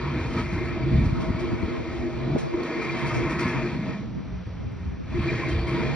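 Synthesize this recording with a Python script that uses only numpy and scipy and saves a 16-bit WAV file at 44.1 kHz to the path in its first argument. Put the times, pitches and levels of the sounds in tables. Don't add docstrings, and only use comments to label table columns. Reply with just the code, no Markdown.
import sys
import numpy as np
from scipy import signal
from scipy.fft import rfft, irfft, next_fast_len
from scipy.io import wavfile
from scipy.ndimage import uniform_filter1d

SR = 44100
rng = np.random.default_rng(int(sys.argv[2]) if len(sys.argv) > 2 else 0)


def master(y):
    cut = np.clip(np.atleast_2d(y).T, -1, 1)
    pcm = np.round(cut * 32767)
    wavfile.write(sys.argv[1], SR, pcm.astype(np.int16))


N = 262395
FFT_SIZE = next_fast_len(N)
HZ = np.maximum(np.arange(FFT_SIZE // 2 + 1) * SR / FFT_SIZE, 1)
SECONDS = np.arange(N) / SR

# frequency in Hz, relative level in dB.
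DISTANT_COLOUR = [(200, -19), (300, -16), (440, -5.5), (510, 5), (600, 0), (1000, -1), (2400, -6.5),
                  (2900, -12.5), (4500, -22.5), (6000, -14.5), (6400, -53), (9000, -63)]
# time in seconds, lower pitch in Hz, lower level in dB, upper level in dB.
IDLE_TONES = [(3.5, 245, -41.5, -75), (3.75, 228, -37.5, -67), (4.0, 204.4, -42, -65),
              (4.2, 190.4, -40, -70), (4.33, 184.2, -40, -55), (4.45, 180.8, -39, -64),
              (4.6, 179.7, -42.5, -60.5), (4.78, 181.6, -43.5, -53), (4.95, 178.2, -44, -54.5),
              (5.1, 175.2, -63, -78)]
STEADY_WIND = [(0, -33.5, -37.5, -40.5), (.4, -32.5, -32.5, -42), (.8, -30.5, -34.5, -34.5),
               (1.2, -29.5, -36.5, -28), (1.6, -41.5, -39.5, -33), (1.9, -42, -42, -35),
               (2.2, -40.5, -46.5, -35.5), (2.5, -39, -42.5, -34), (2.75, -50, -39.5, -38),
               (3.1, -38, -37, -32.5), (3.4, -38, -33, -36.5), (3.9, -43.5, -29, -35.5),
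               (4.2, -41.5, -40.5, -35.5), (4.4, -37.5, -49, -35), (4.9, -31.5, -45.5, -39),
               (5.3, -37.5, -36.5, -34.5), (5.6, -30.5, -36.5, -38.5), (5.95, -36, -29, -30)]
# time in seconds, dB of its upper part relative to its deep part.
OPPOSITE_WIND_TILT = [(0, -3.5), (1, -13), (2.4, -3), (3.3, -12), (4.3, -16), (5.1, -12.5), (5.95, -12)]
# middle in seconds, level change in dB, half length in seconds.
WIND_GUSTS = [(0.548, 3.5, 0.035), (.93, 8, .03), (.99, 9, 0.04), (1.06, 7, 0.038), (1.3, 12, 0.018),
              (1.42, 1, 0.024), (1.54, 11, 0.017), (1.65, 11, 0.043), (1.8, 8.5, 0.024), (2.0, 7, 0.037),
              (2.16, 6, 0.023), (2.36, 7.5, 0.035), (2.63, 0.5, 0.027), (3.24, 3.5, 0.048),
              (3.46, -3, 0.027), (4.33, 7, 0.034), (4.47, 5, 0.022), (4.6, 3.5, 0.017), (4.79, 1, 0.029),
              (5.2, 8.5, 0.052), (5.58, 5, 0.053)]
# middle in seconds, strength in dB, pitch in Hz.
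WIND_KNOCKS = [(0.163, -23, 150), (.531, -15, 150), (0.944, -20, 120), (.959, -13, 130), (1.013, -15, 169),
               (1.021, -14.5, 170), (1.052, -15, 169), (1.068, -14, 170), (1.092, -17, 100),
               (1.13, -11, 124.6), (1.303, -15, 129), (1.351, -15.5, 130), (1.524, -22, 218),
               (1.533, -16.5, 238), (1.543, -18.5, 109), (1.633, -15, 250), (1.685, -18.5, 260),
               (2.277, -18, 219), (2.304, -15, 260), (2.337, -21, 260), (2.353, -11, 219),
               (2.3609, -13.5, 510), (2.365, -16, 300), (3.459, -12, 159.7), (4.33, -34, 300),
               (4.475, -33, 310), (4.648, -33, 300), (5.19, -18.5, 110.7)]
# start in seconds, length in seconds, depth in dB.
BASS_DIPS = [(0.418, 0.12, -3), (1.094, 0.084, -4), (2.38, 0.11, -6.5), (2.486, 0.042, -10),
             (3.974, 0.031, -3.5), (4.441, 0.022, -16), (4.983, 0.05, -5.5), (5.41, 0.086, -1)]
# time in seconds, pitch in Hz, level in dB.
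ENGINE_NOTE = [(0, 135, -37.5), (.12, 134, -30), (.6, 131, -35), (1.0, 128, -28.5), (1.3, 129, -39.5),
               (1.9, 134, -45), (2.15, 136, -44), (2.25, 137, -29.5), (2.33, 137, -29), (2.45, 138, -33.5),
               (2.53, 138, -49), (2.75, 139, -46), (2.9, 140, -34), (3.1, 143, -30.5), (3.3, 135, -33),
               (3.6, 138, -34), (4.0, 124, -39.5), (4.6, 128, -48), (5.1, 131, -44), (5.2, 132, -32),
               (5.6, 121, -33), (5.85, 131, -29), (5.95, 135, -31.5)]
# middle in seconds, level change in dB, half length in seconds.
DRONE_SWELLS = [(.17, 9, 0.027), (.62, 5, 0.053), (.76, 3.5, 0.036), (.86, 5, 0.025), (1.05, 4, 0.026),
                (1.43, 5.5, 0.029), (1.8, 0.5, 0.023), (2.03, 6.5, 0.051), (2.3, 4, 0.059),
                (2.44, -6, 0.05), (2.55, 6, 0.053), (2.63, 3.5, .03), (2.71, 7, 0.024), (2.92, 1.5, 0.098),
                (3.24, 6.5, 0.091), (3.45, 5, 0.13), (3.66, 8, 0.028), (5.17, 5, 0.025), (5.29, 8, 0.05),
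                (5.52, 5.5, 0.047), (5.76, 7.5, 0.083)]
# start in seconds, strength in dB.
GRIT_TICKS = [(2.633, -50), (4.4676, -62), (4.7194, -60)]
# middle in seconds, level in dB, pitch in Hz, half length in seconds.
FRAME_PINGS = [(.32, -48, 3100, 0.013), (.378, -35.5, 1270, 0.012), (.382, -36, 2340, .008),
               (2.634, -39, 4400, 0.003), (2.825, -32, 1280, 0.013), (2.896, -29, 2376, 0.0075),
               (2.97, -34.5, 2290, 0.014), (3.12, -30, 1230, 0.014), (3.16, -34, 2335, 0.01),
               (3.45, -33.5, 1060, 0.027), (3.871, -36.5, 626, 0.031), (5.29, -29, 2353, 0.017),
               (5.33, -50, 4400, 0.014), (5.432, -27, 1050, 0.011), (5.515, -43, 3160, 0.014),
               (5.61, -46.5, 4450, 0.014), (5.68, -45, 3150, 0.016), (5.441, -33.5, 2290, 0.024),
               (5.77, -33, 964, 0.017)]
# start in seconds, strength in dB.
STONE_CLANKS = [(0.38, -47), (0.5178, -46), (0.6434, -52), (1.037, -45.5), (1.201, -44.5), (1.3874, -44.5),
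                (2.378, -35), (2.63, -48), (2.813, -44.5), (2.9775, -47), (3.058, -37.5), (3.1388, -39),
                (3.2952, -41), (3.388, -32.5), (3.477, -41), (5.4833, -44), (5.5418, -70), (5.5878, -54),
                (5.668, -42)]
# time in seconds, then levels in dB of the clatter,
# the steel's ring, the mids and the low mids.
TOOL_EFFORT = [(0, -39, -50, -39, -41.5), (.21, -39, -51, -39, -40), (.3, -45, -54, -45, -41.5),
               (.38, -36.5, -48, -38, -39), (.48, -38.5, -52, -38.5, -39), (.62, -39, -51.5, -43.5, -41.5),
               (.75, -41, -51, -42.5, -38.5), (.9, -42.5, -52, -44, -42), (1.15, -45, -53, -42.5, -43.5),
               (1.36, -44, -52.5, -42, -41.5), (1.6, -43, -53.5, -42.5, -42),
               (1.9, -44, -54.5, -46.5, -41.5), (2.17, -45.5, -54, -45, -42), (2.36, -46, -54.5, -42, -37),
               (2.55, -44, -54, -42.5, -40), (2.75, -39, -51, -40, -37.5), (3.0, -37, -50.5, -39, -38.5),
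               (3.2, -35.5, -49, -38.5, -37), (3.35, -36, -52.5, -37, -38.5), (3.47, -35.5, -49, -36, -38),
               (3.6, -34.5, -49.5, -39, -37), (3.79, -44.5, -55, -48.5, -44.5),
               (3.89, -40.5, -54, -43, -39.5), (3.97, -46.5, -58, -47.5, -45),
               (4.12, -61.5, -64, -59.5, -52), (5.04, -56.5, -65, -58, -60.5),
               (5.13, -44.5, -55, -46, -47.5), (5.24, -36, -46, -40, -38.5), (5.45, -36, -48, -42.5, -38.5),
               (5.63, -41.5, -48.5, -44, -38.5), (5.78, -37, -47.5, -37.5, -38),
               (5.95, -37.5, -48, -41.5, -36.5)]
# low edge in Hz, high edge in Hz.
CHURN_BANDS = [(300, 560), (560, 850), (850, 1500), (1500, 2750), (2750, 5000), (5000, 7400), (7400, 16000)]
# pitch in Hz, width in Hz, dB over the broad clatter.
FRAME_NOTES = [(417, 15, 3.5), (452.2, 32.6, 10.5), (640.2, 22.7, 13.5), (954.4, 41, 10.5), (1075, 60, 7.5),
               (1288.5, 36, 7), (1710, 17, 6), (1858, 44, 7.5), (2095, 32, 10), (2284, 70, 7.5),
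               (2404, 63, 6.5), (2645, 34, 4.5), (3140, 90, 7.5), (3300, 120, 4), (3490, 45, 5.5),
               (3616, 40, 6.5), (3890, 51, 4.5), (4007, 38, 4.5), (4277, 55, 5.5), (4460, 50, 5.5),
               (4730, 63, 6.5), (5800, 28, 5)]
# frequency in Hz, relative level in dB.
SUM_COLOUR = [(330, -26.5), (400, -0.5), (545, -3), (800, -2.5), (1600, -1.5), (2450, -1.5), (2720, -9.5),
              (2960, -18), (3080, -17), (4300, -15.5), (6000, -27), (6700, -35.5), (7400, -62.5),
              (8600, -40), (11500, -46), (12500, -63.5)]
DIFFERENCE_COLOUR = [(330, -44), (800, -37.5), (1400, -54.5), (2200, -11), (3200, -19), (4800, -20.5),
                     (5400, -32.5), (6000, -28.5), (7500, -29.5), (9300, -55.5), (10500, -65.5),
                     (12200, -57.5), (14000, -60.5)]
# frequency in Hz, angle in radians.
DIFFERENCE_PHASE = [(1500, .5), (2500, .6), (3800, 2.73), (6000, 1.22), (12000, 1.6)]


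def undb(db):
    return 10 ** (np.asarray(db) / 20)


def unit(x):
    return x / np.sqrt(np.mean(x ** 2))


def curves(table):
    times, *columns = np.transpose(table)
    return [np.interp(SECONDS, times, column) for column in columns]


def along(table):
    hz, value = np.transpose(table)
    return np.interp(np.log(HZ), np.log(hz), value)


def bumps(table):
    return sum(db * np.exp(-((SECONDS - middle) / half) ** 2) for middle, db, half in table)


def around(moment):
    return slice(max(int(moment * SR) - SR // 10, 0), int(moment * SR) + SR // 10)


def shape(x, gain):
    return irfft(rfft(x, FFT_SIZE) * gain, FFT_SIZE)[:N]


def band(low_hz, high_hz, order=3):
    return 1 / np.sqrt((1 + (low_hz / HZ) ** (2 * order)) * (1 + (HZ / high_hz) ** (2 * order)))


def ring(hz, width_hz):
    return 1 / (1 + 1j * (HZ ** 2 - hz ** 2) / (HZ * width_hz))


def wander(per_second):
    hold = int(SR / per_second)
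    steps = np.repeat(rng.standard_normal(N // hold + 1), hold)
    smooth = uniform_filter1d(uniform_filter1d(steps, hold), hold)[:N]
    return smooth / np.std(smooth)


def noise():
    return rng.standard_normal(N)


def distant_idle(level_db=-51, upper_hz=404):
    colour = undb(along(DISTANT_COLOUR))
    rush = undb(level_db + .5 * wander(4.2)) * unit(shape(noise(), colour))
    difference = undb(level_db - 23.5) * unit(shape(noise(), colour * band(1800, 9000)))
    lower_hz, lower_db, upper_db = curves(IDLE_TONES)
    lower = np.sin(2 * np.pi * np.cumsum(lower_hz + 4 * wander(30)) / SR)
    lower *= undb(lower_db + 3.5 * wander(20))
    upper = np.sin(2 * np.pi * np.cumsum(upper_hz + 3 * wander(22)) / SR)
    upper *= undb(upper_db + 2.2 * wander(12))
    return rush + np.sqrt(2) * (lower + upper), difference


def swirling_air(deep_db, upper_db, deep_hz, upper_hz, flap_db, flap_rate, upper_order):
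    deep = unit(shape(noise(), band(*deep_hz, order=4)) * undb(1.66 * wander(10)))
    upper = unit(shape(noise(), band(*upper_hz, order=upper_order)) * undb(1.85 * wander(10)))
    flap = unit(undb(flap_db * wander(flap_rate)))
    return flap * (undb(deep_db) * deep + undb(upper_db) * upper)


def wind():
    deep_db, upper_db, opposite_db = curves(STEADY_WIND)
    tilt_db, = curves(OPPOSITE_WIND_TILT)
    gust_db = bumps(WIND_GUSTS)
    opposite_db += .28 * gust_db
    alike = swirling_air(deep_db + gust_db, upper_db + .93 * gust_db, deep_hz=(45, 96.6),
                         upper_hz=(127.5, 270), flap_db=.72, flap_rate=30, upper_order=6)
    opposite = swirling_air(opposite_db, opposite_db + tilt_db, deep_hz=(55, 260),
                            upper_hz=(300, 540), flap_db=2.96, flap_rate=35, upper_order=3)
    return alike, opposite


def wind_knocks():
    out = np.zeros(N)
    for middle, db, hz in WIND_KNOCKS:
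        near = around(middle)
        cycles = (SECONDS[near] - middle) * hz
        swing = np.cos(2 * np.pi * cycles) * np.exp(-(cycles / .5) ** 2)
        out[near] -= undb(db) * np.tanh(1.1 * swing)
    return out


def dip_bass(x):
    depth_db = np.zeros(N)
    for start, length, db in BASS_DIPS:
        age = np.maximum(SECONDS - start, 0)
        depth_db += db * (SECONDS >= start) * np.exp(-(age / length) ** 4)
    gain = uniform_filter1d(undb(depth_db), size=SR // 200)
    return x + shape(x, band(1, 1150)) * (gain - 1)


def rough_tone(hz, throb_db, throb_rate, roughness, rough_rate):
    tone = np.exp(2j * np.pi * np.cumsum(hz) / SR)
    throb = unit(undb(throb_db * wander(throb_rate)))
    jitter = 1 + roughness * (wander(rough_rate) + 1j * wander(rough_rate))
    return unit((tone * throb * jitter).real)


def engine_growl():
    hz, level_db = curves(ENGINE_NOTE)
    note = rough_tone(hz + 7 * wander(16), throb_db=1.2, throb_rate=16, roughness=.75, rough_rate=60)
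    return undb(level_db) * note


def tool_pause_db(lift_s=3.68, fade_db_per_s=47.5, floor_db=-27.5, bite_s=5.03, rise_s=.13):
    fade_db = np.clip(-fade_db_per_s * (SECONDS - lift_s), floor_db, 0)
    return fade_db * np.clip(1 - (SECONDS - bite_s) / rise_s, 0, 1)


def frame_drone(hz=345.3, base_db=-36.5):
    level_db = base_db + tool_pause_db() + bumps(DRONE_SWELLS)
    hum = rough_tone(hz + 5 * wander(25), throb_db=1.5, throb_rate=24.88, roughness=.48, rough_rate=70)
    rumble = unit(shape(noise(), ring(321, 38) * band(290, 370)))
    return undb(level_db) * (hum + undb(-4.5) * rumble)


def grit_ticks(decay_s=.003):
    bursts = sum(undb(db) * (SECONDS >= start) * np.exp(-np.maximum(SECONDS - start, 0) / decay_s)
                 for start, db in GRIT_TICKS)
    return shape(bursts * noise(), band(3500, 9000, order=1))


def frame_pings(roughness=.4):
    out = np.zeros(N)
    for middle, db, hz, half in FRAME_PINGS:
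        near = around(middle)
        swell = np.exp(-((SECONDS[near] - middle) / half) ** 2)
        out[near] += undb(db) * swell * np.sin(2 * np.pi * hz * SECONDS[near])
    return out * unit(1 + roughness * wander(300))


def stone_hits(uneven_db=2):
    return unit(noise() * undb(uneven_db * rng.exponential(size=N)))


def clank_level(rise_s=.009, decay_s=.03):
    level = np.zeros(N)
    for start, db in STONE_CLANKS:
        age = np.maximum(SECONDS - start, 0)
        level += undb(db) * (1 - np.exp(-age / rise_s)) * np.exp(-age / decay_s)
    return level


def churn_levels(usual_clatter_db=-40):
    clatter_db, ring_db, mid_db, low_db = curves(TOOL_EFFORT)
    treble_db = -62 + .76 * (clatter_db - usual_clatter_db)
    surge, clanks = wander(10), clank_level()
    levels_db = [low_db, low_db, mid_db, clatter_db, ring_db, treble_db, treble_db]
    flutter_depths = [2, 1.1, .44, .77, 1.36, 2.1, 2]
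    clanks_db = [-29, -32, -6.5, -3.5, -13, -13, -9]
    for level_db, depth, clank_db in zip(levels_db, flutter_depths, clanks_db):
        flutter_db = depth * .6 * (surge + wander(11))
        yield undb(level_db + flutter_db) + undb(clank_db) * clanks


def churning_stones(note_flutter_db=2.3):
    direct, scattered = stone_hits(), stone_hits()
    for hz, width_hz, db in FRAME_NOTES:
        shaking = stone_hits() * unit(undb(note_flutter_db * wander(20)))
        direct += undb(db) * shape(shaking, ring(hz, width_hz))
    sum_colour = undb(along(SUM_COLOUR))
    difference_colour = undb(along(DIFFERENCE_COLOUR)) * np.exp(1j * along(DIFFERENCE_PHASE))
    ranges_hz = [(400, 850), (850, 1500), (1500, 2750), (2750, 5000), (5000, 6500)]
    low, mid, clatter, steel, treble = (
        np.std(shape(direct, sum_colour * (HZ > bottom) * (HZ < top))) for bottom, top in ranges_hz)
    strengths = [low, low, mid, clatter, steel, treble, treble]
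    near, wide = 0, 0
    for (bottom, top), level, strength in zip(CHURN_BANDS, churn_levels(), strengths):
        inside = (HZ >= bottom) & (HZ < top)
        near += level / strength * shape(direct, inside)
        wide += level / strength * shape(scattered, inside)
    return shape(near, sum_colour), shape(near + wide, difference_colour)


def scene():
    stones, stones_difference = churning_stones()
    idle, idle_difference = distant_idle()
    air, air_difference = wind()
    total = dip_bass(stones + frame_pings() + idle + frame_drone() + engine_growl() + air)
    total += wind_knocks() + grit_ticks()
    difference = stones_difference + idle_difference + air_difference
    return np.array([total + difference, total - difference])


def record(dry, bass_hz=36, top_hz=14300):
    thinned = signal.sosfilt(signal.butter(2, bass_hz, "high", fs=SR, output="sos"), dry)
    rounded = np.tanh(1.47 * thinned) / 1.52
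    return signal.sosfilt(signal.ellip(8, .2, 70, top_hz, fs=SR, output="sos"), rounded)


dry = scene()
out = record(dry)
master(out)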